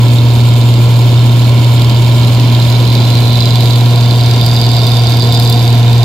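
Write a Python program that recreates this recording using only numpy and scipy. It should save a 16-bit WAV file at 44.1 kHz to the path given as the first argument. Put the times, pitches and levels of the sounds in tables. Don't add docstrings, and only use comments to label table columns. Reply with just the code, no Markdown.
import sys
import numpy as np
from scipy import signal
from scipy.fft import rfft, irfft
from scipy.io import wavfile
from scipy.ndimage import uniform_filter1d, minimum_filter1d

SR = 44100
rng = np.random.default_rng(int(sys.argv[2]) if len(sys.argv) > 2 else 0)


def write(x):
    x = np.atleast_2d(x).T
    wavfile.write(sys.argv[1], SR, np.round(np.clip(x, -1, 1) * 32767).astype(np.int16))


N = 266364
TIME = np.arange(N) / SR
HZ = np.fft.rfftfreq(N, 1 / SR)

# time_s, firing_rate_hz
FIRING_RATE = [(0.0, 119.1), (0.5, 118.8), (1.01, 119.19), (1.51, 119.46), (2.01, 119.51), (2.52, 119.41),
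               (3.02, 118.94), (3.52, 119.11), (4.03, 119.47), (4.53, 118.6), (5.03, 118.44),
               (5.54, 118.66), (6.04, 118.71)]
# knock_db, tick_db
CYLINDER_LEVELS = [(-1, 0.5), (0.5, -39), (-3, -31), (4.5, 2.5), (-4.5, -36), (2, -3.5)]
# centre_hz, width_hz, steady_drive_ratio, level_db, swell_ratio,
# facing_s, facing_gain_db
COVER_RESONANCES = [(3176, 490, 0.69, -36.5, 0.055, 1.9, 5.5), (3597, 245, 0.35, -28, 0.88, 5.7, 1.5),
                    (4029, 234, 0.037, -29.5, 0.92, 3.25, 5), (4720, 430, 0.04, -31.5, 1.4, 4.8, 5),
                    (7520, 220, 0.035, -41, 0.74, 2.9, -3)]


def amp(db):
    return 10 ** (np.asarray(db) / 20)


def unit(x):
    return x / np.sqrt(np.mean(x ** 2) + 1e-20)


def curve(points):
    return np.interp(TIME, *np.transpose(points))


def read(points, hz):
    point_hz, value = np.transpose(points)
    return np.interp(np.log(hz + 1), np.log(point_hz + 1), value)


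def wander(rate_hz):
    return unit(irfft(rfft(rng.standard_normal(N)) / (1 + (HZ / rate_hz) ** 4), N))


def colour(x, spectrum):
    log_gain = np.log(amp(read(spectrum, abs(np.fft.fftfreq(4096, 1 / SR)))))
    response = np.exp(np.conj(signal.hilbert(log_gain)))
    taps = np.fft.ifft(response).real[:2048]
    return signal.oaconvolve(x, taps[None] / np.linalg.norm(taps), axes=1)[:, :N]


def ring(x, hz, width_hz):
    edges_hz = [hz - width_hz / 2, hz + width_hz / 2]
    return signal.sosfilt(signal.butter(2, edges_hz, "bandpass", fs=SR, output="sos"), x)


def port_noise():
    # frequency_hz, correlation
    coherence = [(50, .99), (250, .96), (500, .87), (1000, .5), (1400, .25), (2200, .4), (4700, .5),
                 (7000, .2), (15000, .15)]
    correlation = np.clip(read(coherence, HZ), 0, 1)
    shared, apart = rfft(rng.standard_normal((2, N)))
    mid, side = shared * np.sqrt((1 + correlation) / 2), apart * np.sqrt((1 - correlation) / 2)
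    return irfft(np.array([mid + side, mid - side]), N)


def bursts(at, size, rise_s, decay_s):
    train, t = np.zeros(N), np.arange(SR // 25) / SR
    train[at] = size ** 2
    shape = (1 - np.exp(-t / rise_s)) * np.exp(-t / decay_s)
    return np.sqrt(abs(signal.oaconvolve(train, (shape / shape.max()) ** 2)[:N]))


def firings(cycles, lag_cycles=0.21):
    return np.flatnonzero(np.diff(np.floor(cycles - lag_cycles)) > 0)


def turned(corner_s=2.7, turn_s=1):
    return 1 / (1 + np.exp((corner_s - TIME) / turn_s))


def passing(front_db, corner_db, flank_db):
    return amp(np.interp(turned(), [0, 0.5, 1], [front_db, corner_db, flank_db]))


def bay_swell():
    # time_s, relative_db
    bay_level = [(0, -28.8), (0.6, -27.8), (1.25, -28.6), (2.6, -25.9), (2.95, -23.0), (3.2, -24.5),
                 (3.47, -21.7), (3.95, -25.3), (4.65, -20.7), (5.05, -22.3), (5.45, -20.5), (5.85, -26.6),
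                 (6.04, -23.1)]
    level_db = curve(bay_level)
    return level_db - level_db.mean()


def exhaust(cycles, flutter=0.16, lope=0.039):
    # time_s, relative_db
    drone_level = [(0, -5.8), (1.4, -5.6), (1.65, -6.7), (2.7, -6.8), (3.4, -7.6), (3.85, -6.0),
                   (4.5, -8.0), (5.35, -7.6), (6.0, -5.4)]
    # time_s, level_db
    octave_level = [(0, -29.3), (0.55, -22.9), (0.9, -28.9), (1.6, -27.6), (2.0, -24.6), (2.9, -26.2),
                    (3.3, -21.1), (3.7, -26.5), (4.3, -23.9), (6.0, -27.7)]
    # harmonic_number, front_db, flank_db, flank_sign (-1 cancels on the way round)
    overtones = [(3, -52, -39, 1), (4, -33.5, -30, -1), (5, -38, -49, 1), (6, -34, -30.5, -1),
                 (8, -42.5, -45.5, 1), (9, -43.5, -39.5, 1)]
    phase, view = 2 * np.pi * cycles, np.pi / 2 * turned()
    engine_phase = phase / len(CYLINDER_LEVELS)
    uneven = 1 + lope * (np.cos(2 * engine_phase) + 1.6 * np.cos(engine_phase))
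    tone = amp(curve(drone_level) + 0.64) * uneven * np.cos(phase)
    partials = [(2, amp(curve(octave_level)))]
    for k, front_db, flank_db, sign in overtones:
        partials.append((k, amp(front_db) * np.cos(view) + sign * amp(flank_db) * np.sin(view)))
    for k, height in partials:
        tone += height * (1 + flutter * wander(4.9)) * np.cos(k * phase + 2 * np.pi * rng.random())
    return np.sqrt(2) * tone


def threshing(swell_db=1):
    # frequency_hz, density_db
    rumble_spectrum = [(20, -34), (35, -16), (62, -5.5), (90, 2), (150, -2), (210, -2), (300, -4),
                       (400, -7.5), (520, -13), (800, -15.5), (1500, -27.5), (4000, -90.5)]
    gain = passing(front_db=-19, corner_db=-17.5, flank_db=-20.5) * amp(swell_db * wander(19))
    return gain * unit(colour(port_noise(), rumble_spectrum))


def block_face(cycles, spectrum, throb=0.34, periodic_share=0.42):
    cylinders, orders = len(CYLINDER_LEVELS), np.arange(2049)
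    thud = unit(colour(port_noise() * (1 + throb * np.cos(2 * np.pi * cycles)), spectrum))
    line_hz = orders * FIRING_RATE[0][1] / cylinders
    heights = amp(read(spectrum, line_hz)) * (orders % cylinders > 0)
    period = irfft(heights * np.exp(2j * np.pi * rng.random(len(orders))))
    lines = unit(np.interp(cycles / cylinders % 1, np.arange(len(period)) / len(period), period))
    return np.sqrt(1 - periodic_share) * thud + np.sqrt(periodic_share) * lines


def block(cycles):
    # frequency_hz, density_db
    front_spectrum = [(200, -18), (400, -12.5), (590, 4.5), (740, -4.5), (850, -5), (940, 5.5), (1060, 1),
                      (1200, -14.5), (1360, -3.5), (1550, -13), (1750, -9.5), (1950, -32.5), (2600, -12),
                      (6000, -61)]
    # frequency_hz, density_db
    flank_spectrum = [(200, -25), (440, -1.5), (560, -8), (700, 5), (860, -3.5), (950, 2.5), (1080, -4),
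                      (1200, -19.5), (1360, -6), (1550, -11.5), (1750, -11.5), (1950, -16), (2600, -18.5),
                      (6000, -70)]
    view = np.pi / 2 * (TIME / TIME[-1]) ** 1.17
    front, flank = block_face(cycles, front_spectrum), block_face(cycles, flank_spectrum)
    gain = passing(front_db=-27, corner_db=-25.5, flank_db=-24)
    return gain * (np.cos(view) * front + np.sin(view) * flank)


def diesel_knock(cycles, scatter_db=2.2, load_db=1.1, steady_drive=1.3, tick_level_db=-38.5):
    # frequency_hz, density_db
    knock_spectrum = [(700, -37), (1900, -8), (2250, 4), (2600, -1), (2850, 1.5), (3300, 2), (3900, -8.5),
                      (4300, 3), (4500, -6), (5200, -3), (5600, -12.5), (6500, -9.5), (8100, -23.5),
                      (16000, -19.5)]
    # frequency_hz, density_db
    tick_spectrum = [(2000, -28), (4700, 8), (6000, 15), (7100, 9), (7600, -12), (8100, 11), (9450, 7),
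                     (10650, 6.5), (11200, -1), (11700, 7), (12250, 10), (12650, 11), (13500, -12),
                     (16000, -80)]
    at = firings(cycles)
    knock_db, tick_db = np.array(CYLINDER_LEVELS)[np.arange(len(at)) % len(CYLINDER_LEVELS)].T
    force_db = scatter_db * np.clip(rng.standard_normal(len(at)), -2, 1.5) + load_db * wander(22)[at]
    blows = bursts(at, amp(knock_db + force_db), rise_s=.0004, decay_s=.0015)
    ticks = bursts(at, amp(tick_db + force_db), rise_s=.002, decay_s=.0013)
    knock = unit(colour(port_noise() * np.hypot(blows, steady_drive), knock_spectrum))
    bright = amp(tick_level_db + bay_swell()) * unit(colour(port_noise() * ticks, tick_spectrum))
    return passing(front_db=-28, corner_db=-25, flank_db=-27.5) * knock + covers(blows) + bright


def cover_levels(facing_width_s=0.65):
    swell_db = bay_swell()
    return np.array([db + follow * swell_db + gain_db * np.exp(-((TIME - at_s) / facing_width_s) ** 2)
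                     for *_, db, follow, at_s, gain_db in COVER_RESONANCES])


def covers(blows):
    # pitch_hz, width_hz, re_cluster_db
    singing_modes = [(3137, 93, -3), (3659, 67, -5.5), (4028, 74, -6), (4702, 130, -5.5), (7525, 90, -5.5)]
    shaking, out = port_noise(), 0
    for cover, mode, level_db in zip(COVER_RESONANCES, singing_modes, cover_levels()):
        hz, width_hz, steady_drive = cover[:3]
        mode_hz, mode_width_hz, mode_db = mode
        drive = np.hypot(blows, steady_drive)
        cluster = unit(ring(shaking * drive, hz, width_hz))
        singing = unit(ring(shaking[:, ::-1] * drive, mode_hz, mode_width_hz))
        out = out + amp(level_db) * unit(cluster + amp(mode_db) * singing)
    return out


def ground_echo(x, reflection=0.27, delay_s=.00632, shrink_s_per_s=.000068):
    echo_time = TIME - (delay_s - shrink_s_per_s * TIME)
    return x + reflection * np.array([np.interp(echo_time, TIME, port) for port in x])


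def fan_and_straw(level_db=-35.5, flicker_db=2.0, swell_share=0.22):
    # frequency_hz, density_db
    front_spectrum = [(1000, -30), (3000, -8), (5000, -30), (5900, -15), (6700, 19.5), (7500, 15),
                      (8100, 10.5), (8900, 16), (9900, 8), (11500, 13), (14500, 10.5), (16000, -45)]
    # frequency_hz, density_db
    flank_spectrum = [(3000, -12), (5000, -9), (6000, 6), (7000, -3.5), (8100, 0), (9500, -3), (11200, 0.5),
                      (12600, 4.5), (14000, -11), (16000, -16)]
    view = np.pi / 2 * turned() ** 2
    front, flank = unit(colour(port_noise(), front_spectrum)), unit(colour(port_noise(), flank_spectrum))
    gain = amp(level_db + swell_share * bay_swell() + flicker_db * wander(17))
    return gain * (np.cos(view) * front + np.sin(view) * flank)


def hard_knocks(cycles, usual_ring_db=-12, usual_crack_db=-35, flank_chance=0.4):
    # start_s, relative_ring_db, relative_crack_db
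    standouts = [(1.8188, -12, -32), (2.5476, -7, -35), (2.9502, -7, -31), (3.4052, -6, -30),
                 (3.455, -4, -33), (3.9584, -7, -29), (4.4119, -5, -28), (4.4623, -6, -26),
                 (4.6139, -4, -26), (4.8668, -6, -25), (5.2215, -5, -27), (5.3233, -5, -21),
                 (5.3974, -7, -23), (5.4974, -7, -21), (5.5248, -4, -25)]
    # frequency_hz, density_db
    crack_spectrum = [(2000, -20), (5000, 0), (6800, -3), (7600, 2), (8200, -4), (9500, 0), (11200, 2),
                      (12500, 4), (14000, -2), (16000, -7)]
    loudest = firings(cycles)[np.argmax(np.array(CYLINDER_LEVELS)[:, 0])::len(CYLINDER_LEVELS)]
    usual = loudest[rng.random(len(loudest)) < flank_chance * turned()[loudest]]
    swell_db = bay_swell()[usual]
    start_s, ring_db, crack_db = np.transpose(standouts)
    at = np.r_[usual, np.round(start_s * SR).astype(int)]
    metal = unit(covers(1) / np.linalg.norm(amp(cover_levels()), axis=0))
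    ringing = bursts(at, amp(np.r_[usual_ring_db + swell_db, ring_db]), rise_s=.0012, decay_s=.0028)
    cracks = bursts(at, amp(np.r_[usual_crack_db + swell_db, crack_db]), rise_s=.0015, decay_s=.0016)
    return amp(-6) * metal * ringing + amp(8) * colour(port_noise(), crack_spectrum) * cracks


def scene():
    # frequency_hz, left_minus_right_db
    balance = [(60, 0), (250, -.7), (500, -1.7), (800, -3), (1200, -1), (1800, -1.5), (2700, -4.5),
               (3600, -7), (4700, -5), (6500, -1), (7600, -5), (8500, 1), (10500, -.5), (12500, -9),
               (15000, -9)]
    # frequency_hz, left_lead_rad
    phase_lead = [(60, .15), (120, .24), (240, .24), (400, .06), (1400, .45), (2300, -.7), (3000, 1),
                  (3600, -.7), (4050, -.3), (4750, .9), (7500, .25), (12500, -.9)]
    cycles = .38 + np.cumsum(curve(FIRING_RATE)) / SR
    clatter = ground_echo(diesel_knock(cycles) + hard_knocks(cycles))
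    machine = exhaust(cycles) + threshing() + block(cycles) + clatter + fan_and_straw()
    left = amp(read(balance, HZ) / 2) * np.exp(.5j * read(phase_lead, HZ))
    return irfft(rfft(machine) * np.array([left, 1 / left]), N)


def record(dry, ceiling=1.04, cutoff_hz=15900):
    headroom = np.minimum(1, ceiling / (abs(dry).max(0) + 1e-9))
    gain = uniform_filter1d(minimum_filter1d(headroom, size=300), size=300)
    low_pass = signal.firwin(511, cutoff_hz, window=("kaiser", 7), fs=SR)
    return signal.oaconvolve(np.clip(dry * gain, -1, 1), low_pass[None], "same")


dry = scene()
out = record(dry)
write(out)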